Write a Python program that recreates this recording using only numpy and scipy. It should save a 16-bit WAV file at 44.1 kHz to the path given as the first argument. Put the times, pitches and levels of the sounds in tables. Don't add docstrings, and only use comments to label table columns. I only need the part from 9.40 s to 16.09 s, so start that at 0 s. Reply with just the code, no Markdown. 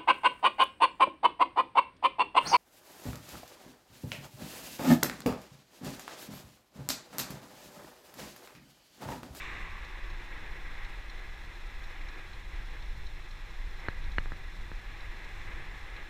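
import sys
import numpy as np
from scipy import signal
from scipy.fft import rfft, irfft
from scipy.io import wavfile
from scipy.ndimage import uniform_filter1d

SR = 44100
rng = np.random.default_rng(int(sys.argv[2]) if len(sys.argv) > 2 else 0)


def materialize(psi):
    bounded = np.clip(np.atleast_2d(psi).T, -1, 1)
    quanta = np.round(bounded * 32767).astype(np.int16)
    wavfile.write(sys.argv[1], SR, quanta)


N = 295029
T = np.arange(N) / SR
HZ = np.fft.rfftfreq(N, 1 / SR)


def wind(large_db=-43, small_db=-56.5, lump_db=1.0, puff_db=1.3):
    # f/Hz, relative level/dB
    large_spectrum = [(4, -3), (12, -4), (24, 4.5), (38, -2), (52, -10.5), (75, -26.5), (120, -38),
                      (400, -73)]
    small_spectrum = [(25, -32), (50, -0.5), (70, 0.5), (110, -6.5), (160, -14), (250, -25.5), (600, -38),
                      (2000, -69)]
    # peak t/s, half length/s, large eddy level/dB, small eddy level/dB
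    gusts = [(0.284, 0.094, -44, -55), (0.69, 0.061, -37, -60), (1.38, 0.47, -40.5, -64),
             (2.388, 0.1, -39, -66), (2.63, 0.093, -41, -64), (3.18, 0.12, -38.5, -51),
             (3.597, 0.19, -36.5, -51.5), (4.24, 0.11, -36, -70), (4.752, 0.13, -30.5, -44),
             (5.285, 0.23, -42, -53.5), (5.658, 0.049, -37.5, -55), (6.157, 0.23, -42, -51)]
    large_power = amp(large_db) ** 2 + sum((amp(db) * bell(s, half)) ** 2 for s, half, db, _ in gusts)
    small_power = amp(small_db) ** 2 + sum((amp(db) * bell(s, half)) ** 2 for s, half, _, db in gusts)
    buffet = amp(lump_db * drift(14)) * np.sqrt(large_power) * eddies(large_spectrum, even_s=0.13)
    flutter = amp(puff_db * drift(5)) * np.sqrt(small_power) * eddies(small_spectrum, even_s=0.22)
    return buffet + flutter


def eddies(spectrum, even_s):
    pressure = colour(noise(), spectrum)
    local_power = uniform_filter1d(pressure ** 2, int(even_s * SR))
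    return unit(pressure / np.sqrt(local_power + .05))


def rolling(drum_db=-8.0, sing_db=-5.0, usual_road_db=-51, grit=0.34, chips_per_s=600):
    # t/s, level/dB
    asphalt = [(0.0, -50), (1.2, -50.5), (2.2, -52.5), (2.65, -50.5), (3.0, -53), (3.75, -54.5),
               (4.05, -52.5), (4.3, -53.5), (4.7, -52.5), (5.15, -53.5), (5.55, -51), (6.2, -50.5),
               (6.69, -52)]
    # middle t/s, half length/s, rise of the tyre level/dB, extra rise of the drumming/dB
    patches = [(0.15, 0.091, 1, 3), (1.01, 0.043, 0.6, 5), (1.43, .07, 2, -3.5), (2.787, 0.033, 2, 1),
               (3.202, 0.041, 2.5, 1), (3.356, 0.029, 3.5, 3), (4.464, 0.032, 5, 1), (6.14, 0.11, 1.5, 1),
               (6.575, 0.029, 3.5, -0.5)]
    # f/Hz, relative level/dB
    rush_spectrum = [(200, -11), (500, -12.5), (690, -9), (800, -1.5), (900, -3.5), (1030, -2.5),
                     (1450, -4.5), (2000, -2.5), (2550, -3), (3050, -12), (3600, -13), (4400, -26.5),
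                     (7000, -40.5), (15000, -47)]
    drum_spectrum = [(60, -2.5), (130, 1), (220, -4), (275, -6), (312, -1), (345, 3.5), (410, -4.5),
                     (490, -2.5), (580, -7), (700, -12), (1200, -17.5), (4000, -70)]
    sing_spectrum = [(1000, -42), (1500, -12.5), (1660, 2), (1780, -3), (1920, 3.5), (2120, 0), (2450, -13),
                     (3200, -44)]
    # f/Hz, width/Hz, boost/dB
    case_peaks = [(1670, 150, 4.5), (1920, 107, 1.5), (2035, 200, 2.5)]
    grain = drift(30)
    patch_db = sum(db * bell(s, half) for s, half, db, _ in patches)
    shake_db = sum(db * bell(s, half) for s, half, _, db in patches)
    road = amp(np.interp(T, *np.transpose(asphalt)) + patch_db)
    chips = noise() * (rng.random(N) < chips_per_s / SR)
    rush = colour(noise() + grit * unit(chips), rush_spectrum, case_peaks) * amp(0.5 * grain)
    drum = colour(noise(), drum_spectrum) * amp(drum_db + shake_db + 1.23 * grain)
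    sing = colour(noise(), sing_spectrum) * amp(sing_db + 1.6 * grain)
    coarseness = (road / amp(usual_road_db)) ** 0.94
    return road * (rush + drum + coarseness * sing)


def clacks(thump_delay_s=0.0006, thump_s=0.0031, rebound_s=0.0031, rebound_db=-17):
    # t/s, click level/dB, thump level/dB, case ring gain/dB, contact time/ms
    bumps = [(4.4852, -16, -25, -29.5, 0.12), (4.7836, -12, -24, -28, 0.067),
             (4.8584, -29.5, -46, -52, 0.13), (4.9202, -26, -33, -52, 0.12),
             (5.3167, -29.5, -35, -50, 0.14)]
    # f/Hz, relative level/dB, t60/s, swell time/s
    mount_modes = [(540, -10.5, 0.0085, 0.00013), (1580, -2, 0.0018, 0.0001), (1734, 10, 0.0049, 0.000098),
                   (2810, 1, 0.013, 0.0017)]
    case_modes = [(4210, 0.5, 0.0095, 0.0014), (5500, -18, 0.0079, .001)]
    out = np.zeros(N)
    t = np.arange(-64, 2048) / SR
    contact_axis_ms = 1000 * np.arange(-32, 33) / SR
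    snap = ring(mount_modes, t) + amp(rebound_db) * ring(mount_modes, t - rebound_s)
    thump_age = np.maximum(t - thump_delay_s, 0) / thump_s
    thump = thump_age ** 2 * np.exp(1 - thump_age ** 2)
    for s, click_db, thump_db, ring_db, contact_ms in bumps:
        contact = np.exp(-.5 * (contact_axis_ms / contact_ms) ** 2)
        click = np.convolve(snap, contact, "same")
        click /= abs(click).max()
        clack = amp(click_db) * click + amp(thump_db) * thump + amp(ring_db) * ring(case_modes, t)
        add(out, s + t[0], clack)
    return out


def ticks(start_s=.1955, turn_s=.25142, quicken_s=.000507, scuff_s=0.0034):
    # turn number, level/dB
    catches = [(1, -50), (2, -50.5), (5, -52), (6, -49), (9, -54.5), (10, -49), (11, -53), (13, -53.5),
               (14, -51), (15, -52.5), (17, -56), (18, -52.5), (22, -53.5), (23, -55), (26, -54)]
    # t/s, level/dB
    strays = [(1.7788, -58), (4.717, -51.5)]
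    # f/Hz, relative level/dB
    spectrum = [(800, -28), (2000, -14), (3000, -10), (3600, -4), (4080, 5.5), (4500, -15), (5000, -27),
                (5480, -3.5), (5800, -18), (6400, -16.5), (9000, -40)]
    in_step = [(start_s + turn_s * turn - quicken_s * turn ** 2 / 2, db) for turn, db in catches]
    age = np.arange(2048) / SR / scuff_s
    touch = np.zeros(N)
    for s, db in in_step + strays:
        add(touch, s, amp(db) * age * np.exp(1 - age))
    return touch * colour(noise(), spectrum)


def swish(hum_db=-7, hum_hz=1130, sink_hz=110, width_hz=140):
    # nearest t/s, body level/dB, fizz level/dB
    passes = [(0.03, -43.5, -64), (5.99, -67, -70)]
    # f/Hz, relative level/dB
    body_spectrum = [(300, -32), (800, -20), (1100, -9), (1420, -6), (1750, 1), (2300, 2), (2800, -4),
                     (3150, -18), (3550, -5.5), (4500, -25), (9500, -46), (15000, -50)]
    fizz_spectrum = [(2000, -32), (4500, -7), (6000, -1), (7900, -2), (9500, -22), (15000, -26)]
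    body_gain = sum(go_by(s, db, fall_db_per_s=29.5) for s, db, _ in passes)
    fizz_gain = sum(go_by(s, db, fall_db_per_s=47) for s, _, db in passes)
    hum_gain = sum(go_by(s, db + hum_db, fall_db_per_s=18.5) for s, db, _ in passes)
    centre_hz = hum_hz - sink_hz * np.minimum(T, 1)
    hum = hum_gain * unit(drift(width_hz) * tone(centre_hz))
    body = body_gain * colour(noise(), body_spectrum)
    fizz = fizz_gain * colour(noise(), fizz_spectrum)
    return hum + body + fizz


def air(hiss_db=-60, flutter_db=0.74):
    # f/Hz, relative level/dB
    spectrum = [(300, 5), (2500, -6), (3900, 4.5), (4450, -2), (4900, -3), (6200, -2.5), (7200, -5.5),
                (8500, -9), (10000, -11.5), (12500, -13.5), (15000, -14.5)]
    # f/Hz, width/Hz, boost/dB
    case_peaks = [(3453, 490, 9.5), (4110, 420, 7.4), (4770, 160, 2.6), (5370, 510, 6.2)]
    return amp(hiss_db + flutter_db * drift(50)) * colour(noise(), spectrum, case_peaks)


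def whine(waver_hz=16, switch_hz=15, floor=.2):
    # f/Hz, level/dB
    partials = [(7357, -84.5), (12227, -107), (14700, -85)]
    busy = uniform_filter1d(1. * (np.sin(2 * np.pi * switch_hz * T) < 0), 128)
    tones = sum(amp(db) * unit(tone(hz + waver_hz * drift(60))) for hz, db in partials)
    return tones * unit(busy + floor)


def amp(db):
    return 10 ** (np.asarray(db) / 20)


def unit(x):
    return x / np.sqrt(np.mean(x ** 2) + 1e-20)


def noise():
    return rng.standard_normal(N)


def tone(hz):
    return np.sin(2 * np.pi * np.cumsum(hz) / SR)


def drift(rate_hz):
    return unit(irfft(rfft(noise()) * np.exp(-(HZ / rate_hz) ** 2), N))


def bell(s, half_s):
    return np.exp(-.5 * ((T - s) / half_s) ** 2)


def go_by(s, db, fall_db_per_s):
    return amp(db - fall_db_per_s * abs(T - s))


def colour(x, spectrum, peaks=()):
    f, db = np.transpose(spectrum)
    shape_db = np.interp(np.log(HZ + 1), np.log(f + 1), db)
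    for hz, width, peak_db in peaks:
        shape_db += peak_db * .5 ** ((2 * (HZ - hz) / width) ** 2)
    return unit(irfft(rfft(x) * amp(shape_db), N))


def ring(modes, t):
    t = np.maximum(t, 0)
    out = np.zeros(len(t))
    for hz, db, t60, swell_s in modes:
        onset = 1 - np.exp(-(t / swell_s) ** 2)
        out += onset * amp(db - 60 * t / t60) * np.sin(2 * np.pi * hz * t)
    return out


def add(mix, s, sound):
    part = mix[max(round(s * SR), 0):][:len(sound)]
    part += sound[:len(part)]


def scene():
    return (wind() + rolling() + swish() + air() + clacks() + ticks() + whine())[None]


def record(dry):
    edge_hz = 15150
    lowpass = signal.firwin(511, edge_hz, window=("kaiser", 9), fs=SR)
    return signal.oaconvolve(dry, lowpass[None], "same")


dry = scene()
out = record(dry)
materialize(out)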